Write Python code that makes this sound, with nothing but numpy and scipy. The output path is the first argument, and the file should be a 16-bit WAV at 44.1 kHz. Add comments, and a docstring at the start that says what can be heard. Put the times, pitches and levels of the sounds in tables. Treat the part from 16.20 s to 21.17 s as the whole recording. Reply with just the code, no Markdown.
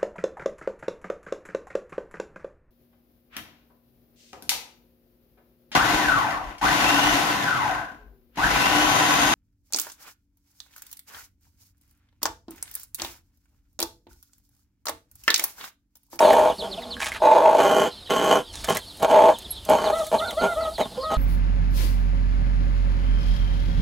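"""Broody hen and chick in a shed

A broody hen growls in short harsh bursts in a small plastered shed, close to the microphones, then wavers softly.
Her growl is noise and pulses from slack membranes, through resonances of chest, windpipe and mouth; her calls are
a few partials. A chick beside her and more further off peep in falling whistles. Feet scratch the litter in dry
grains and snaps, and a small metal part tinks as decaying sines. Rush, hiss and hum lie behind."""
import sys
import numpy as np
from scipy import signal
from scipy.fft import rfft, irfft, next_fast_len
from scipy.io import wavfile
from scipy.ndimage import uniform_filter1d, map_coordinates

SR = 44100
rng = np.random.default_rng(int(sys.argv[2]) if len(sys.argv) > 2 else 0)


def store_wav(level_fs):
    """Save 16-bit WAV to argv[1]."""
    pcm = np.round(np.clip(np.atleast_2d(level_fs), -1, 1) * 32767)
    wavfile.write(sys.argv[1], SR, pcm.T.astype(np.int16))


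N = 219132
T = np.arange(N) / SR

# the hen's wavering calls: start_s, length_s, first_hz, middle_hz, last_hz, level_db,
# first_partial_db (over the level), roughness (0-1)
SOFT_CALLS = [(3.716, .12, 570, 675, 575, -29, -4, 0.14), (3.84, 0.079, 620, 637, 653, -54, 9.5, 0.25),
              (3.989, .065, 560, 702, 689, -29, -5.5, 0.14), (4.044, 0.084, 739, 756, 547, -32, -2.5, 0.24),
              (4.113, 0.057, 580, 556, 550, -51.5, 8.5, 0.1), (4.165, .18, 560, 710, 638, -29, -5, 0.12),
              (4.355, .14, 560, 666, 582, -31, -4.5, 0.15), (4.488, 0.05, 640, 666, 657, -48.5, 11.5, 0.3),
              (4.773, 0.08, 490, 523, 557, -39.5, 6.5, 0.11),
              (4.827, .15, 625, 635.6, 635, -35.5, -4.5, .08)]
ATTACK_S, RELEASE_S = .01, .018  # of calls and quiet notes
# background over time: time_s, rumble_db, hiss_db, far_chicks_db (before distance)
BACKGROUND = [(0.0, -44, -38, -28.5), (0.25, -46.5, -49.5, -46), (0.9, -46.5, -56.5, -48),
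              (1.6, -51, -55, -45), (1.85, -44.5, -57, -39.5), (2.15, -49, -48, -42),
              (2.28, -47, -57.5, -39.5), (2.45, -38, -48, -38.5), (2.7, -47.5, -52.5, -43),
              (3.0, -46, -49, -44.5), (3.4, -43, -53.5, -43.5), (3.75, -45, -44.5, -38),
              (4.3, -41, -47.5, -44.5), (4.7, -44, -51.5, -43.5), (4.97, -43, -53, -34.5)]


def growl():
    """Slack membranes slap shut three times in every flutter cycle, unevenly, into chest, windpipe and mouth."""
    # throat colour with the beak nearly shut, half open and open: frequency_hz, density_db (per Hz)
    throat_shut = [(120, -46.5), (200, -3.5), (296, -1.5), (345, -3), (478, 2), (527, 1), (824, -18.5),
                   (889, -20), (1070, -2.5), (1220, -19), (1390, -10), (1790, -18.5), (2700, -26),
                   (3510, -36), (5940, -120)]
    throat_half = [(120, -58), (200, -28.5), (307, -12.5), (431, -7), (629, 1), (930, -6.5), (1190, -17),
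                   (1630, -22.5), (2090, -33.5), (2290, -19), (3380, -22.5), (4500, -33.5), (5850, -107),
                   (9900, -120)]
    throat_open = [(120, -61), (200, -35.5), (311, -1), (420, -4), (473, 3), (538, 12.5), (629, 12.5),
                   (736, -5.5), (872, 17), (1160, -3.5), (1310, -21), (1450, -6.5), (4500, -45),
                   (5850, -72), (9900, -120)]
    # resonance of the chest, passed twice: centre_hz, width_hz, level_db
    chest = [(198, 146, 0)]
    # mouth with the beak nearly shut, open and wide open: centre_hz, width_hz, level_db
    mouth_shut = [(3060, 105, 8), (3460, 52, -8), (4600, 71, -19), (4565, 13, -8)]
    mouth_open = [(2570, 110, 17), (3280, 62, 15.5), (3610, 1200, -4.5)]
    mouth_wide = [(1960, 79, 7), (2510, 110, 4), (3900, 87, 1)]
    # tongue and beak edges: centre_hz, width_hz, level_db
    edges = [(5890, 200, -2), (6500, 170, 6), (7300, 150, -1), (7970, 150, 2), (10350, 200, -4),
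             (11700, 200, -2), (12350, 180, -2), (13500, 300, -10), (8300, 13300, -14)]
    flutter_hz, puff_s = 60.17, .0028
    jitter, scatter_db = .17, 2.5  # unevenness of the slaps in time and strength
    breathy, throb, leak = .55, .4, .3
    chest_follows = .6  # dB of chest per dB of drive
    wide_from = .88  # beak opening above which the mouth_wide resonances come in

    drive, beak, deeper_db = effort()
    beak = np.clip(beak, 0, 1)
    chest_db = -18 + (-34.5 + 18) * beak  # beak shut to open, as in the next two
    mouth_db = -7 + (-24.5 + 7) * beak
    edges_db = -15 + (-31.5 + 15) * beak

    flutter = np.cumsum(flutter_hz * (1 + .07 * wobble(14))) / SR  # in cycles
    slaps = np.flatnonzero(np.diff(np.floor(3 * flutter + jitter * wobble(180))) > 0)
    pulses = np.zeros(N)
    pulses[slaps] = amp(scatter_db * rng.standard_normal(len(slaps)))
    # air escapes after each slap, over a steady leak
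    puffs = leak + signal.lfilter([1], [1, -np.exp(-1 / (puff_s * SR))], pulses)
    soft_slaps = filtered(unit(pulses), lambda f: 1 / (1 + 1j * f / 4000))  # a slap is not sharp
    swell = 1 + throb * np.sin(2 * np.pi * flutter)
    source = swell * (soft_slaps + breathy * unit(puffs * rng.standard_normal(N)))
    airy = swell * (0.039 * unit(pulses) + unit(puffs * rng.standard_normal(N)))

    def through(x, control, response):
        """A controlled source sent through a resonator, scaled by the level it gives uncontrolled."""
        return filtered(x * control, response) / np.std(filtered(x, response))

    chest_drive = drive ** chest_follows * amp(chest_db + deeper_db)
    voice = through(source + airy, chest_drive, lambda f: modes(chest)(f) ** 2)
    for opening, throat in [(0, throat_shut), (.5, throat_half), (1, throat_open)]:
        share = np.clip(1 - 2 * abs(beak - opening), 0, 1)  # the throat's shape follows the beak
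        voice += through(source, drive * np.sqrt(share), windpipe(throat))
    wide = np.clip((beak - wide_from) / (1 - wide_from + 1e-3), 0, 1)
    mouths = [(1 - beak ** 2, mouth_shut), (beak ** 2 * (1 - wide), mouth_open), (3 * wide, mouth_wide)]
    for share, mouth in mouths:
        ring = lambda f: modes(mouth)(f) * f ** 2 / (f ** 2 + 2200 ** 2)
        voice += through(source, drive * amp(mouth_db) * np.sqrt(share), ring)
    hiss = lambda f: modes(edges)(f) * f ** 4 / (f ** 4 + 4500 ** 4)
    return voice + through(airy, drive * amp(edges_db), hiss)


def effort():
    """Drive, beak opening and extra chest dB of the slack membranes: growls, clucks and the rattle under calls."""
    # long growls, one list of points each: time_s, level_db, beak_opening (0-1)
    growl_points = [
        [(0.0, -16, 0.7), (0.06, -17, 0.64), (0.15, -19.5, 0.57), (0.22, -18, .7), (0.295, -23.5, 0.67),
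         (0.33, -35.5, 0.34), (0.36, -80, 0.6)],
        [(0.38, -45, 0.6), (0.45, -35, 0.46), (0.53, -46.5, 0.38), (0.66, -41, 0.5), (0.79, -54, 0)],
        [(1.017, -25.5, .9), (1.04, -16, 1), (1.17, -17, 0.91), (1.32, -20, 0.81), (1.4, -18, 0.43),
         (1.6, -18.5, 0.22), (1.65, -21, 0.22), (1.69, -33, 0), (1.73, -83, .1)],
        [(1.893, -28.5, 0), (1.91, -22, 0.13), (1.965, -25, 0.09), (2.06, -20, 0.21), (2.155, -19.5, .2),
         (2.2, -29, 0.08), (2.24, -58, 0)],
        [(2.877, -29, 0.77), (2.905, -19.5, 0.37), (2.93, -16.5, .75), (3.1, -18, 0.73), (3.125, -30, 0.33),
         (3.165, -65, 0)],
        [(3.57, -24, 0.24), (3.6, -26.5, 0.36), (3.65, -24.5, 0.37), (3.707, -24.5, 0.48), (3.73, -60, 0.7)],
    ]
    # clucks: start_s, length_s, level_db, beak_opening (0-1)
    clucks = [(1.002, 0.0073, -36, 0.9), (2.478, .045, -20, 0.21), (2.544, 0.023, -26.5, 0.3),
              (2.796, 0.0071, -25.5, .5), (2.818, 0.029, -14.5, 0.49), (3.46, 0.0053, -33, 0.46),
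              (3.485, .075, -15.5, 0.52), (3.914, 0.048, -19.5, 0.62), (4.209, 0.062, -19, 0.5),
              (4.582, 0.039, -19.5, 0.5), (4.645, 0.018, -37, 0.33), (4.702, 0.032, -46.5, .5),
              (4.743, 0.039, -39, 0.32), (4.901, 0.045, -22, 0.39)]
    start_db, end_db = -8, -4  # of a cluck, relative to its peak
    peak_place, cluck_release_s = .45, .025  # place of the peak in the cluck, 0-1
    cluck_chest_db = 6  # a cluck is pushed from deeper in the chest than a growl
    rattle_db, rattle_beak = 6.5, .5

    tables = [[(*row, 0) for row in rows] for rows in growl_points]
    for s, length, db, beak in clucks:
        shape = [(0, start_db), (peak_place * length, 0), (length, end_db), (length + cluck_release_s, -35)]
        tables.append([(s + t, db + change_db, beak, cluck_chest_db) for t, change_db in shape])
    # the slack membranes rattle along under each call, in step with its roughness
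    for s, length, _, _, _, db, _, rough in SOFT_CALLS:
        rough_db = 20 * np.log10(np.clip(rough, .05, 1))
        tables.append(burst(s, length, db + rattle_db + rough_db, ATTACK_S, RELEASE_S, rattle_beak, 0))
    return loudest(tables)


def windpipe(throat):
    """Narrow fixed resonances standing on the throat's broad colour."""
    # windpipe resonances: centre_hz, width_hz, level_db
    pipe = [(299, 20.4, 2.5), (400, 24, 0.5), (485, 12.5, 0), (600, 160, -12), (827, 54, 0.5),
            (1046, 39, -3), (1407, 35, -1), (1530, 19, -20), (1695, 11, -25), (2080, 61, 7),
            (2245, 66, 1.5)]

    def gain(f):
        peaks = sum(abs(modes([mode])(f)) ** 2 for mode in pipe)
        return amp(along(throat, f)) * np.sqrt(1 + 2 * peaks)
    return causal(gain)


def calls():
    """A taut membrane sings a few partials; roughness shakes pitch and strength and sets every second cycle apart."""
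    # the pitch glides from its first value to the middle one, then to its last
    glide_in_s, glide_out_s = .02, .026
    first_slope_db, second_slope_db = 3, -9.5  # partial level per 100 Hz that the pitch is under the middle one
    third_hz, third_width_hz = 1970, 90  # a mouth resonance that favours the third partial
    out = np.zeros(N)
    shakes = np.array([wobble(60), wobble(90), wobble(150)])
    for s, length, first_hz, middle_hz, last_hz, db, first_db, rough in SOFT_CALLS:
        start = round(s * SR)
        t = T[:min(round(length * SR), N - start)]
        slow, middle, fast = np.clip(rough, .05, 1) * shakes[:, start:][:, :len(t)]
        glide_in_hz = (first_hz - middle_hz) * np.exp(-t / glide_in_s)
        glide_out_hz = (last_hz - middle_hz) * np.exp((t - length) / glide_out_s)
        pitch_hz = middle_hz + glide_in_hz + glide_out_hz
        under = (middle_hz - pitch_hz) / 100
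        first = amp(first_slope_db * under) * amp(first_db + 25.0 * middle)
        second = amp(second_slope_db * under)
        third = np.sqrt(second) * amp(-14.5) / np.hypot(1, (3 * pitch_hz - third_hz) / third_width_hz)
        phase = 2 * np.pi * np.cumsum(pitch_hz * (1 + .12 * fast)) / SR
        # the half-pitch partial makes every second cycle differ
        tone = first * (np.sin(phase) + rough * amp(-8) * np.sin(phase / 2))
        tone += second * np.sin(2 * phase)
        tone += third * (np.sin(3 * phase) + amp(-14) * np.sin(4 * phase))
        add(out, s, np.sqrt(2) * amp(db + 7 * slow) * fade(t, length) * tone)
    return out


def quiet_notes():
    """Quiet low notes and two short higher clucks: six thin wavering partials."""
    # notes and clucks: start_s, length_s, first_hz, last_hz, level_db
    notes = [(0.379, 0.19, 199.4, 187.5, -41), (0.415, 0.053, 463, 464, -38), (0.575, 0.022, 695, 690, -26),
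             (0.589, 0.215, 243.8, 239.3, -46.5)]
    # throat gain for each partial: frequency_hz, level_db
    throat = [(150, 1), (500, -1), (850, -3), (1200, -26), (1600, -43)]
    out, waver = np.zeros(N), wobble(29.76)
    for s, length, first_hz, last_hz, db in notes:
        t = T[:round(length * SR)]
        shake = waver[round(s * SR):][:len(t)]
        pitch_hz = (first_hz + (last_hz - first_hz) * t / length) * (1 + .012 * shake)
        phase = 2 * np.pi * np.cumsum(pitch_hz) / SR
        tone = np.zeros(len(t))
        for k in range(1, 7):
            partial_db = along(throat, k * pitch_hz) + 3 * np.roll(shake, 900 * k)
            tone += amp(partial_db) * np.sin(k * phase)
        add(out, s, amp(db) * unit(tone) * fade(t, length))
    return out


def chick():
    """The chick beside the hen gives single falling peeps."""
    # peeps: start_s, length_s, first_hz, last_hz, level_db
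    peeps = [(0.291, 0.039, 3700, 2830, -36.5), (0.382, 0.046, 4500, 3010, -31.5),
             (0.404, 0.071, 3600, 3100, -38), (0.511, 0.039, 4500, 3050, -32),
             (0.493, 0.028, 5150, 4900, -50), (0.69, 0.023, 5120, 4950, -50),
             (0.564, 0.033, 3500, 2470, -39), (0.623, 0.026, 3900, 3300, -38),
             (0.704, 0.046, 4500, 3020, -31), (1.692, 0.04, 3400, 2970, -46),
             (1.71, 0.037, 4200, 3900, -42), (1.858, 0.012, 3400, 3020, -41), (2.228, .03, 3450, 3080, -51),
             (2.666, 0.052, 4500, 3700, -43), (3.136, 0.038, 3600, 2930, -36.5),
             (3.22, 0.014, 3400, 2970, -45), (3.244, 0.026, 3900, 3210, -37),
             (3.289, 0.064, 4150, 3780, -42), (3.35, 0.042, 3900, 3120, -38),
             (3.643, 0.045, 4500, 3360, -33), (3.982, 0.025, 4200, 2840, -29),
             (4.022, 0.041, 3700, 3480, -37), (4.072, 0.044, 4300, 3060, -31),
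             (4.161, 0.045, 3500, 3070, -41), (4.196, 0.03, 4600, 3640, -36),
             (4.312, 0.079, 3800, 2954, -45), (4.402, 0.074, 4600, 2930, -39),
             (4.536, 0.038, 4700, 3700, -37.5), (4.604, 0.048, 4000, 3530, -34.5),
             (4.809, 0.063, 4900, 3480, -37)]
    out = np.zeros(N)
    for s, *shape in peeps:
        add(out, s, peep(*shape))
    return out


def peep(length, first_hz, last_hz, db):
    """A thin, slightly shaky whistle that holds, then glides to its last pitch, with a weak octave."""
    u = np.linspace(0, 1, round(length * SR))
    shake = uniform_filter1d(rng.standard_normal(len(u)), size=40)
    pitch_hz = first_hz + (last_hz - first_hz) * np.clip(1.4 * u - .3, 0, 1)
    phase = 2 * np.pi * np.cumsum(pitch_hz * (1 + 0.19 * shake)) / SR
    return amp(db) * np.sin(np.pi * u) ** 0.4 * (np.sin(phase) + 0.067 * np.sin(2 * phase))


def feet():
    """Dense dry grains under each scratch, and single snaps with a dull knock."""
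    # scratches: start_s, length_s, crackle_db, crunch_db (over the crackle)
    scratches = [(0.795, .1, -37, 2.5), (0.903, 0.07, -45, 6.5), (2.323, .1, -44.5, -6.5),
                 (2.438, 0.0082, -31.5, -4), (2.479, 0.095, -37.5, -1), (3.749, 0.12, -44.5, -7)]
    # litter snaps: time_s, level_db, knock_db (over the snap)
    snaps = [(0.1312, -30.5, 15.5), (0.193, -34.5, 13), (0.621, -46, 13), (0.7676, -49, 23.5),
             (0.8042, -42.5, 23.5), (0.821, -38, 19), (0.844, -32, 12), (0.8867, -38, -2),
             (0.9191, -40.5, 24), (0.9382, -43, 5), (0.9636, -46, 18), (1.037, -49, 15), (1.052, -43, -4),
             (1.875, -55, 15), (1.902, -37, -5), (2.091, -39, -4), (2.4443, -32, -7), (2.466, -44, 2),
             (2.475, -38, 11), (2.4972, -26.5, 0), (2.549, -28, -14), (2.5702, -22.5, 5), (2.589, -37, -14),
             (2.772, -43, -15), (2.7985, -44, 3), (2.827, -31, -7), (3.1863, -34, -13), (3.221, -44, -7),
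             (3.4506, -35.5, -24), (3.497, -27.5, -15), (3.7853, -37, -29), (3.8671, -31.5, -14),
             (4.1086, -33.5, 4), (4.5805, -41, 13), (4.613, -41.5, 20)]
    # colour of the dry litter: frequency_hz, density_db (per Hz)
    litter = [(2060, -21), (3500, 3), (5390, 12.5), (9440, 9), (10500, 9), (14500, -14.5), (16000, 7.5)]
    rise_s, fall_s = 0.0059, 0.017
    grains_per_s, spread_db = 3000, 3
    tables = [burst(s, length, db, rise_s, fall_s, over_db) for s, length, db, over_db in scratches]
    level, crunch_db = loudest(tables)
    struck = rng.random(N) < grains_per_s / SR
    grains = struck * amp(spread_db * rng.exponential(size=N)) * rng.standard_normal(N)
    clumps = grains * amp(4.5 * wobble(90))  # claws catch and slip
    crackle = unit(filtered(grains, causal(lambda f: amp(along(litter, f)))))
    body = modes([(900, 500, 2.5), (1654, 130, 8.5), (2130, 790, 2.5), (3750, 1400, -3.5)])
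    out = level * (crackle + amp(crunch_db) * unit(filtered(clumps, body)))
    t = T[:SR // 20]
    for s, db, knock_db in snaps:
        # the snap falls 60 dB in 25 ms, the knock in 14 ms
        snap = amp(db - 60 * t / .025) * signal.lfilter([1, 0, -1], [1], rng.standard_normal(len(t)))
        knock = amp(db + knock_db - 60 * t / .014) * np.sin(2 * np.pi * rng.uniform(1600, 2400) * t)
        add(out, s, snap + knock)
    return out


def tink():
    """A small metal part is touched twice in quick succession; its modes ring and die as sines."""
    # touches: time_s, level_db
    touches = [(3.306, -21), (3.311, -18)]
    # modes of the metal part: frequency_hz, level_db, t60_s
    metal = [(8543, -18, .12), (11270, 0, .05), (11520, -14, .045), (13640, -14, .045), (14280, -24, .04)]
    out, t = np.zeros(N), T[:SR // 8]
    ring = sum(amp(db - 60 * t / t60) * np.sin(2 * np.pi * hz * t) for hz, db, t60 in metal)
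    onset = 1 - np.exp(-t / 0.00078)
    for s, db in touches:
        add(out, s, amp(db) * ring * onset)
    return out


def brood():
    """More chicks further off: 420 overlapping peeps at random times, with their level over time."""
    out = np.zeros(N + SR)
    for when, long, high, fall, loud in rng.random((420, 5)):
        first_hz = 3400 + 1500 * high
        last_hz = first_hz * (.72 + 0.205 * fall)
        sound = peep(0.034 + 0.045 * long, first_hz, last_hz, 4 * loud)
        add(out, when * N / SR, sound)
    return amp(background_db(3)) * unit(out[:N])


def air():
    """A slightly unsteady noise rush, treble hiss and a low hum of noise through narrow resonances."""
    # colour of the air: frequency_hz, density_db (per Hz)
    colour = [(12, -32), (20, -2), (74, 0), (146, -10.5), (388, -10), (446, -16), (738, -12.5), (802, -20),
              (897, -10.5), (976, -19.5), (2260, -26), (3440, -16), (6360, -20), (10200, -15),
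              (16000, -26.5)]
    # distant hum, resonances passed twice: centre_hz, width_hz, level_db
    motor = [(46, 14, -0.5), (62.8, 6.1, 3), (91.9, 11.7, -0.5), (28, 13, -4)]
    unsteady_db = 1.5 * wobble(7)
    rush = amp(-48 + unsteady_db) * noise(lambda f: amp(along(colour, f)) * (f > 110) * (f < 5500))
    hiss = amp(background_db(2) + wobble(12)) * noise(lambda f: amp(along(colour, f)) * (f > 5500))
    hum = amp(background_db(1) - 4) * noise(lambda f: modes(motor)(f) ** 2)
    return rush + hiss + hum


def shed(x):
    """The walls answer after a short delay; each frequency of the answer dies at its own speed."""
    # decay of the plastered walls: frequency_hz, t60_s
    walls = [(150, 0.031), (1000, 0.13), (4000, 0.062), (14000, 0.02)]
    hz, t, z = signal.stft(rng.standard_normal(SR // 3), SR, nperseg=256)
    tail = signal.istft(z * amp(-60 * t / along(walls, hz)[:, None]), SR, nperseg=256)[1]
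    delayed = np.pad(x, (150, 0))  # in samples
    return signal.fftconvolve(delayed, tail / np.linalg.norm(tail))[:N]


def amp(db):
    """Gain of a level in dB."""
    return 10 ** (np.asarray(db) / 20)


def unit(x):
    """Scaled to rms 1."""
    return x / np.sqrt(np.mean(x ** 2) + 1e-20)


def along(points, hz):
    """Value at hz between (Hz, value) points on a log frequency axis."""
    f, v = np.transpose(points)
    return np.interp(np.log(hz + 1), np.log(f + 1), v)


def wobble(rate):
    """A smooth random curve, rate knots a second."""
    return map_coordinates(rng.standard_normal(int(N * rate / SR) + 4), [T * rate])


def filtered(x, response):
    """The sound x times a complex response of frequency."""
    m = next_fast_len(N + SR // 2)
    return irfft(rfft(x, m) * response(np.fft.rfftfreq(m, 1 / SR)), m)[..., :N]


def modes(table):
    """Causal response of (Hz, width Hz, dB) resonances, summed with alternating sign."""
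    def response(f):
        total = 0
        for k, (centre, width, db) in enumerate(table):
            damping = 1j * f * width
            total = total + (-1) ** k * amp(db) * damping / (centre * centre - f * f + damping)
        return total
    return response


def causal(gain):
    """Minimum-phase response with the given gain over frequency, by folding the cepstrum."""
    def response(f):
        c = irfft(np.log(gain(f) + 1e-4))
        c[1:len(c) // 2] *= 2
        c[len(c) // 2 + 1:] = 0
        return np.exp(rfft(c))
    return response


def noise(response):
    """Coloured noise of rms 1."""
    return unit(filtered(rng.standard_normal(N), response))


def fade(t, length):
    """Straight rise and fall of a call or quiet note."""
    return np.clip(t / ATTACK_S, 0, 1) * np.clip((length - t) / RELEASE_S, 0, 1)


def background_db(column):
    """One column of the background levels, per sample."""
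    points = np.transpose(BACKGROUND)
    return np.interp(T, points[0], points[column])


def burst(s, length, db, rise, fall, *more):
    """Table of a sound that rises, holds and falls."""
    end = s + max(length, rise)
    return [(s, db - 20, *more), (s + rise, db, *more), (end, db, *more), (end + fall, db - 30, *more)]


def loudest(tables):
    """Gain and further columns per sample of (s, dB, ..) tables; where they overlap the loudest rules."""
    cols = []
    for s, db, *more in map(np.transpose, tables):
        cols.append([np.interp(T, s, db, left=-120, right=-120)] + [np.interp(T, s, c) for c in more])
    ruling = np.argmax([c[0] for c in cols], axis=0)
    level_db, *more = np.take_along_axis(np.array(cols), ruling[None, None], axis=0)[0]
    gain = uniform_filter1d(amp(level_db), size=150, mode="nearest")
    return [gain] + [uniform_filter1d(c, size=400, mode="nearest") for c in more]


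def add(into, s, sound):
    """Sum a short sound into a track at time s."""
    part = into[round(s * SR):][:len(sound)]
    part += sound[:len(part)]


def scene():
    """Near sources with a little of the walls, far chicks mostly walls, on two microphones."""
    far = brood()
    hen = growl() + feet() + tink()
    song = calls() + quiet_notes() + chick()
    walls = shed(amp(-7.5) * hen + amp(-8.5) * song + amp(-7) * far)
    front = hen + song + 0.097 * far + walls
    t = T[:SR // 50]
    early = rng.standard_normal(len(t)) * amp(-60 * t / 0.02)
    # the nearest wall reaches the two microphones unequally
    near_wall = signal.fftconvolve(front, early / np.linalg.norm(early))[:N]
    side = amp(-16.5) * (near_wall + 0.52 * shed(front))
    balance_db = [[-.2], [.2]]  # left, right
    return (front + air()) * amp(balance_db) + np.array([side, -side])


def record(dry):
    """The microphone dulls the top octave, the preamplifier rounds the highest peaks; a band limit cuts the rest."""
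    top_hz = 15950
    dull = filtered(dry, lambda hz: 1 / np.sqrt(1 + (hz / 13000) ** 6))
    soft = dull / (1 + abs(dull / .7) ** 4) ** (1 / 4)
    return filtered(soft, lambda hz: hz < top_hz)


dry = scene()
out = record(dry)
store_wav(out)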